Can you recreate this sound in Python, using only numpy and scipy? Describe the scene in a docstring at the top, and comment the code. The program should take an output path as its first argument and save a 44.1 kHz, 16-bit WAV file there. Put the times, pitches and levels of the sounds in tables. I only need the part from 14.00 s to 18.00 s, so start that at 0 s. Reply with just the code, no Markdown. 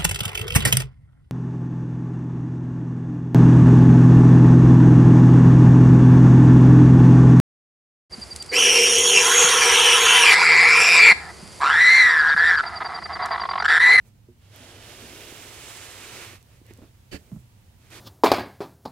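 """Loop-pile carpet brushes the case of a camera pushed over it in a quiet, humming room.
Countless fibre flicks add up to a hiss and drive the case into a rumble; the push speeds up and stops.
The case is then handled: faint ticks, knocks that ring its modes, a rasp and one short scrape of an edge.
A quick run of dull thumps travels through the floor as bending waves, and a new push begins."""
import sys
import numpy as np
from scipy import signal
from scipy.fft import rfft, irfft
from scipy.io import wavfile

SR = 44100
rng = np.random.default_rng(int(sys.argv[2]) if len(sys.argv) > 2 else 0)


def int16_out(signal):
    """Quantize to a 16-bit WAV file."""
    q = np.round(np.clip(np.atleast_2d(signal).T, -1, 1) * 32767)
    wavfile.write(sys.argv[1], SR, q.astype(np.int16))


N = 176400
T, HZ = np.arange(N) / SR, np.fft.rfftfreq(N, 1 / SR)

# fibre hiss (frequency [Hz], relative density [dB] setting off, gliding, at full speed, braking)
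FIBRE_COLOURS = [(365, -6, -21, -18, -5.5), (670, 4, -5.5, -1.5, -5), (1060, -1.5, -4, -1.5, -1),
                 (1660, 0.5, -3, -0.5, -0.5), (2420, 1, 0, 0.5, 2), (3000, 2.5, 0.0, 0.5, -1.5),
                 (4300, -3.5, -6, -5.0, -5), (5700, -5.5, -6.5, -6, -7.5), (7700, -8, -9, -3.5, -9),
                 (9100, -9, -10.5, -6.5, -10), (11600, -11, -12, -12.5, -13.5), (13200, -21, -14, -15, -15),
                 (15600, -19, -17.5, -19, -21)]
# rumble of the case (frequency [Hz], relative density [dB])
CASE_COLOUR = [(60, -13), (170, -10.5), (290, -1.5), (355, 2), (450, -1), (650, -6), (850, -17),
               (1200, -40), (3000, -82)]
# microphone port balance (frequency [Hz], left minus right [dB] early in the push, late in the push)
PUSH_BALANCE = [(400, -0.5, -10), (750, -1.5, -5), (1100, -10, -3.5), (1710, -4.5, -1.5), (2400, -3.5, -6),
                (3600, -4.5, -1.5), (5230, -9, -6), (7400, -12, -16.5), (8900, -4.5, -9), (10800, -13, -11),
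                (14000, -12, -15), (15400, -19, -16)]
# port balance of the rasp and scrape (frequency [Hz], left minus right [dB])
EDGE_BALANCE = [(150, -1), (450, -14), (1000, -5), (2400, -9), (3700, -5), (6000, -12), (15000, -18)]
# blows on the case (time [s], peak [dB], pitch [Hz], t60 [s], left minus right [dB], scuff re blow [dB])
KNOCK_BLOWS = [(0.2844, -40.5, 347, 0.19, -3.5, -25), (0.605, -44.5, 250, 0.33, -2, -14),
               (1.022, -41.5, 227, 0.44, -4, -18), (1.321, -36, 330, .05, -3, -14),
               (2.332, -45, 357, 0.082, -10, -24), (2.613, -41.5, 306, 0.04, -4, -24),
               (2.706, -36, 327, 0.068, -3, -14), (2.786, -41.5, 238, 0.071, -2, -10),
               (2.819, -36.5, 250, 0.028, -4, -13), (2.832, -44.5, 260.2, 0.093, -10, -12.5),
               (3.128, -28, 300, 0.046, -11, -13.5), (3.1412, -28, 275, 0.14, -5, -16)]
# blows on the floor (time [s], level [dB], starting pitch [Hz], duration [s])
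FLOOR_BLOWS = [(3.317, -30.5, 274, 0.0264), (3.343, -39, 298, 0.02), (3.36, -33.5, 265, .02)]


def amp(db):
    """Decibels to amplitude ratio."""
    return 10 ** (np.asarray(db) / 20)


def unit(x):
    """Normalisation to rms 1."""
    return x / np.sqrt(np.mean(x ** 2) + 1e-20)


def spectrum(points):
    """Interpolation on a log-frequency axis."""
    hz, value = np.transpose(points)
    return np.interp(np.log(HZ + 1), np.log(hz + 1), value)


def level(points):
    """Amplitude envelope from (time [s], level [dB]) rows, silent outside them."""
    return amp(np.interp(T, *np.transpose(points), left=-120, right=-120))


def column(table, index):
    """One column of a table, paired with its frequencies."""
    return np.array(table)[:, [0, index]]


def pan(db):
    """A level difference as left and right gains of mean 1."""
    gains = amp(np.array([db / 2, -db / 2])).reshape(2, -1)
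    return gains / gains.mean(0)


def add(mix, s, sound):
    """Superposition of a sound starting at s seconds."""
    part = mix[:, max(round(s * SR), 0):][:, :sound.shape[-1]]
    part += sound[..., :part.shape[1]]


def noise(response):
    """Filtered white noise of rms 1."""
    return unit(irfft(rfft(rng.standard_normal(N)) * response, N))


def ports(drive, colour, balance, coherence, lead=0):
    """Partial coherence: two ports share part of a coloured random drive; their mean has rms 1."""
    common, separate = rfft(drive)
    c = np.clip(spectrum(coherence), 0, 1)
    left, right = pan(spectrum(balance))
    left_drive = c * common + np.sqrt(1 - c ** 2) * separate
    pair = np.array([left * np.exp(1j * lead) * left_drive, right * common])
    sum_gain = np.sqrt(left ** 2 + right ** 2 + 2 * c * left * right * np.cos(lead))
    x = irfft(pair * amp(spectrum(colour)) / sum_gain, N)
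    return x / np.std(x.mean(0))


def friction(colour, balance, coherence=None):
    """Shot noise: countless fibres brush the case, some flick harder; uneven pile makes it flutter."""
    # likeness of the ports for a near source (frequency [Hz], coherence [0-1])
    near_coherence = [(100, 0.97), (400, 0.99), (800, 0.73), (2400, 0.84), (4400, 0.18), (8000, 0.082),
                      (15000, .05)]
    # lead of the left port (frequency [Hz], phase [rad])
    left_lead = [(100, -1), (780, 0.54), (1380, 1), (2400, .5), (5000, 1.2), (7000, 4)]
    flicks_per_s, spread_db, flick_share = 4000, 2.2, 0.26
    flutter_db, flutter_hz = 0.57, 25
    sizes = amp(spread_db * np.minimum(rng.exponential(1, (2, N)), 5))
    flicks = sizes * rng.choice([-1, 1], (2, N)) * (rng.random((2, N)) < flicks_per_s / SR)
    drive = np.sqrt(flick_share) * unit(flicks) + np.sqrt(1 - flick_share) * rng.standard_normal((2, N))
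    flutter = amp(flutter_db * noise(1 / (1 + (HZ / flutter_hz) ** 4)))
    return ports(drive * flutter, colour, balance, coherence or near_coherence, spectrum(left_lead))


def ring(modes, attack_s):
    """Free decay of modes (frequency [Hz], level [dB], t60 [s]) of alternating sign, peak 1."""
    t = np.arange(SR // 3) / SR
    x = sum((-1) ** k * amp(db - 60 * t / t60) * np.sin(2 * np.pi * hz * t)
            for k, (hz, db, t60) in enumerate(modes))
    x = x * (1 - np.exp(-t / attack_s))
    return x / abs(x).max()


def room(split_hz=600):
    """Broadband air noise, with a ventilation hum that wavers as narrow bands of noise do."""
    # room air (frequency [Hz], relative density [dB])
    air_colour = [(12, -52), (20, -14), (76, -4), (109, 0.5), (129, -6), (144, -10), (245, -15.5),
                  (274, -19.5), (404, -26), (767, -33.5), (958, -33), (1070, -38.5), (2760, -39),
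                  (4810, -42.5), (15500, -46)]
    # its balance (frequency [Hz], left minus right [dB])
    air_balance = [(60, -3), (150, -1), (380, 0), (950, -1), (2380, -2), (5980, -3), (15000, -8)]
    # its likeness at the ports (frequency [Hz], coherence [0-1])
    air_coherence = [(60, 0.98), (300, 0.71), (600, 0.12), (1200, 0.022), (15000, 0.013)]
    # swell of its hiss (time [s], gain [dB])
    hiss_gain = [(0, 0), (.35, 0), (2.4, 5), (3.0, 4), (3.7, 4)]
    # ventilation bands (frequency [Hz], width [Hz], level [dB])
    hum_bands = [(59.46, 1.2, -67.5), (75.5, 4.8, -70.5), (98.6, 1.6, -62), (120.44, 6.8, -62)]
    air = ports(rng.standard_normal((2, N)), air_colour, air_balance, air_coherence)
    low = irfft(rfft(air) / (1 + (HZ / split_hz) ** 4), N)
    hiss = (air - low) * amp(np.interp(T, *np.transpose(hiss_gain)))
    hum = sum(amp(db) * noise(1 / (1 + (2 * (HZ - hz) / width) ** 2)) for hz, width, db in hum_bands)
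    return amp(db=-52.5) * (amp(db=-2.5) * low + hiss) + pan(db=-2.5) * hum


def shifts():
    """Sliding friction swells and dies each time the resting camera is nudged."""
    # nudges (start [s], peak [s], end [s], hiss level [dB], rumble level [dB])
    nudges = [(0.03, 0.069, 0.12, -68.5, -68), (2.436, 2.55, 2.61, -64.5, -67),
              (2.638, 2.683, 2.81, -63, -62), (2.757, 2.848, 2.91, -64.5, -59.5),
              (3.15, 3.18, 3.44, -69.5, -62.5), (3.773, 3.893, 4.28, -62, -66.5),
              (3.9, 3.95, 4.02, -48, -55.5)]
    hiss = friction(column(FIBRE_COLOURS, -1), column(PUSH_BALANCE, -1))
    rumble = friction(CASE_COLOUR, column(PUSH_BALANCE, 1))
    out = np.zeros((2, N))
    for start, peak, end, hiss_db, rumble_db in nudges:
        swell = np.sin(np.pi / 2 * np.interp(T, [start, peak, end], [0, 1, 0])) ** 0.87
        out += swell * (amp(hiss_db) * hiss + amp(rumble_db) * rumble)
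    return out


def brush():
    """Faint, high friction noise as the camera first stirs, and lingering after the scrape."""
    # brushing (time [s], level [dB])
    envelope = [(0.03, -82), (0.08, -66), (0.13, -92), (3.1, -110), (3.16, -65), (3.22, -69), (3.39, -68),
                (3.46, -76)]
    # its spectrum (frequency [Hz], relative density [dB])
    colour = [(3000, -23), (6500, -4), (8300, -2), (10500, -7), (15500, -5.5)]
    return level(envelope) * friction(colour, column(PUSH_BALANCE, -1))


def knocks(soft_hz=615):
    """Impact excitation of the case: a soft blow hardly rings the modes above soft_hz."""
    # modes of the case (frequency / pitch [ratio], relative level [dB], share of the t60 [ratio])
    case_modes = [(.27, -4.5, 1.94), (.7, -3.5, 1), (1.03, 3, 0.8), (1.3, -3.5, 0.4), (1.8, -12.5, 0.41),
                  (3.1, -46, .4)]
    out = np.zeros((2, N))
    for s, db, hz, t60, pan_db, _ in KNOCK_BLOWS:
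        modes = [(hz * ratio, mode_db - 10 * np.log10(1 + (hz * ratio / soft_hz) ** 6), t60 * share)
                 for ratio, mode_db, share in case_modes]
        add(out, s, amp(db) * pan(pan_db) * ring(modes, attack_s=0.0017))
    return out


def scuffs(decay_s=0.013, thump_scuff_db=-20.5):
    """Contact friction starts each knock and thump with a short, dull scuff."""
    # contact noise (frequency [Hz], relative density [dB])
    colour = [(200, -1.5), (500, -2), (900, -10), (1400, -15), (2500, -37), (6000, -50)]
    blows = [(s, db + scuff_db) for s, db, *_, scuff_db in KNOCK_BLOWS]
    blows += [(s, db + thump_scuff_db) for s, db, *_ in FLOOR_BLOWS]
    contact = sum(amp(db) * (T > s) * np.exp(-abs(T - s) / decay_s) for s, db in blows)
    return contact * friction(colour, column(PUSH_BALANCE, 1))


def push():
    """Sliding friction: the fibre hiss changes colour with speed and forces the case to rumble."""
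    # fibre hiss (time [s], level [dB])
    hiss_envelope = [(0.38, -78), (0.43, -64.5), (0.51, -61.5), (0.54, -52.5), (0.69, -49.5), (0.8, -50.5),
                     (0.9, -46.5), (0.98, -48), (1.08, -46.5), (1.58, -46), (1.68, -43.5), (1.86, -45),
                     (1.98, -45.5), (2.1, -43.5), (2.23, -42), (2.36, -51), (2.39, -66), (2.42, -64)]
    # rumble of the case (time [s], level [dB])
    rumble_envelope = [(0.45, -70), (0.598, -57), (1.092, -51), (1.97, -54.5), (2.2, -49), (2.32, -59),
                       (2.336, -48.5), (2.402, -87), (2.42, -73)]
    # when each of the four fibre colours holds (time [s])
    stage_times = [.78, 1.2, 1.8, 2.2]
    hiss = np.zeros((2, N))
    for k, stage in enumerate(np.eye(len(stage_times))):
        fade = np.sqrt(np.interp(T, stage_times, stage))  # equal-power crossfade
        hiss += fade * friction(column(FIBRE_COLOURS, k + 1), column(PUSH_BALANCE, k // 2 + 1))
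    rumble = friction(CASE_COLOUR, column(PUSH_BALANCE, 1))
    return level(hiss_envelope) * hiss + level(rumble_envelope) * rumble


def squeak(hz=12850, rise_s=0.00028):
    """A fibre squeaks in a tiny, quickly damped oscillation."""
    # fibre squeaks (time [s], peak [dB])
    events = [(.5611, -39)]
    out, t = np.zeros((2, N)), np.arange(400) / SR
    envelope = t / rise_s * np.exp(1 - t / rise_s)
    for s, db in events:
        add(out, s, amp(db) * pan(db=-18) * envelope * np.sin(2 * np.pi * hz * t))
    return out


def ticks():
    """One-cycle pressure pulses beside the right port: so short a pulse has a broad spectrum."""
    # ticks on the case (time [s], peak [dB], centre frequency [Hz])
    events = [(2.428, -38.5, 8000), (2.666, -39, 9000), (2.7367, -35, 8000), (2.775, -40.5, 8500),
              (3.905, -39, 8500)]
    out, t = np.zeros((2, N)), (np.arange(400) - 6) / SR
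    for s, db, hz in events:
        phase = 2 * np.pi * hz * t
        pulse = -phase * np.exp((1 - phase ** 2) / 2)  # derivative of a Gaussian
        add(out, s, amp(db) * pan(db=-17) * pulse)
    return out


def rasp():
    """Faint friction noise in a narrow band as something rubs the carpet."""
    # rubbing (time [s], level [dB])
    envelope = [(2.655, -79), (2.685, -64), (2.708, -53.5), (2.725, -72)]
    # its spectrum (frequency [Hz], relative density [dB])
    colour = [(1400, -30), (1850, 2), (2300, -6), (3200, -14), (7000, -31)]
    return level(envelope) * friction(colour, EDGE_BALANCE)


def scrape(rumble_db=-2):
    """Forced resonance: an edge jerks over the pile and rings; the case rumbles most as it catches."""
    # drag of the edge (time [s], level [dB])
    drag_envelope = [(3.107, -75), (3.118, -45.5), (3.133, -41.5), (3.15, -42), (3.167, -44.5),
                     (3.182, -60.5), (3.21, -68)]
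    # friction at the edge (frequency [Hz], relative density [dB])
    colour = [(300, 2), (500, 5), (800, -11), (1250, -12), (2300, -2), (3700, -13), (7500, -13.5),
              (15500, -24.5)]
    # its likeness at the ports (frequency [Hz], coherence [0-1])
    coherence = [(150, 0.6), (400, 0), (2400, 0.3), (6000, .1)]
    # resonances of the shell (frequency [Hz], bandwidth [Hz], gain [dB])
    shell_modes = [(1760, 140, 5.5), (2390, 70, -6), (2690, 89, 0), (3050, 77, 9), (4540, 400, 9.5)]
    drag = level(drag_envelope)
    shell = 1 + sum(amp(db) / (1 + 2j * (HZ - hz) / width) for hz, width, db in shell_modes)
    edge = irfft(rfft(friction(colour, EDGE_BALANCE, coherence)) * shell, N)
    catch = (drag / drag.max()) ** 2
    rumble = amp(rumble_db) * catch * friction(CASE_COLOUR, EDGE_BALANCE, coherence)
    return drag * (edge / np.std(edge.mean(0)) + rumble)


def thumps(end_pitch_ratio=0.42, ring_db=-9):
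    """Dispersion: low bending waves arrive later, so each thump falls in pitch; the floor rings on."""
    # modes of the floor (frequency [Hz], relative level [dB], t60 [s])
    floor_modes = [(72, -6, 0.24), (123.6, -1, 0.23), (203.5, -4, 0.15)]
    out, t = np.zeros((2, N)), np.arange(SR // 3) / SR
    floor = amp(ring_db) * ring(floor_modes, attack_s=0.01)
    for s, db, hz, length in FLOOR_BLOWS:
        progress = np.minimum(t / length, 1)
        phase = 2 * np.pi * np.cumsum(hz * end_pitch_ratio ** progress) / SR
        wave = np.sin(phase) * abs(np.sin(np.pi * progress)) ** 0.7
        add(out, s, amp(db) * pan(db=-4) * (wave + floor))
    return out


def scene():
    """Superposition of all sources at the two microphone ports."""
    return (room() + shifts() + brush() + knocks() + scuffs() + push()
            + squeak() + ticks() + rasp() + scrape() + thumps())


def record(dry, cutoff_hz=15850):
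    """Band limiting by a linear-phase low-pass filter."""
    lowpass = signal.firwin(601, cutoff_hz, window=("kaiser", 9), fs=SR)
    return signal.oaconvolve(dry, lowpass[None], "same")


dry = scene()
out = record(dry)
int16_out(out)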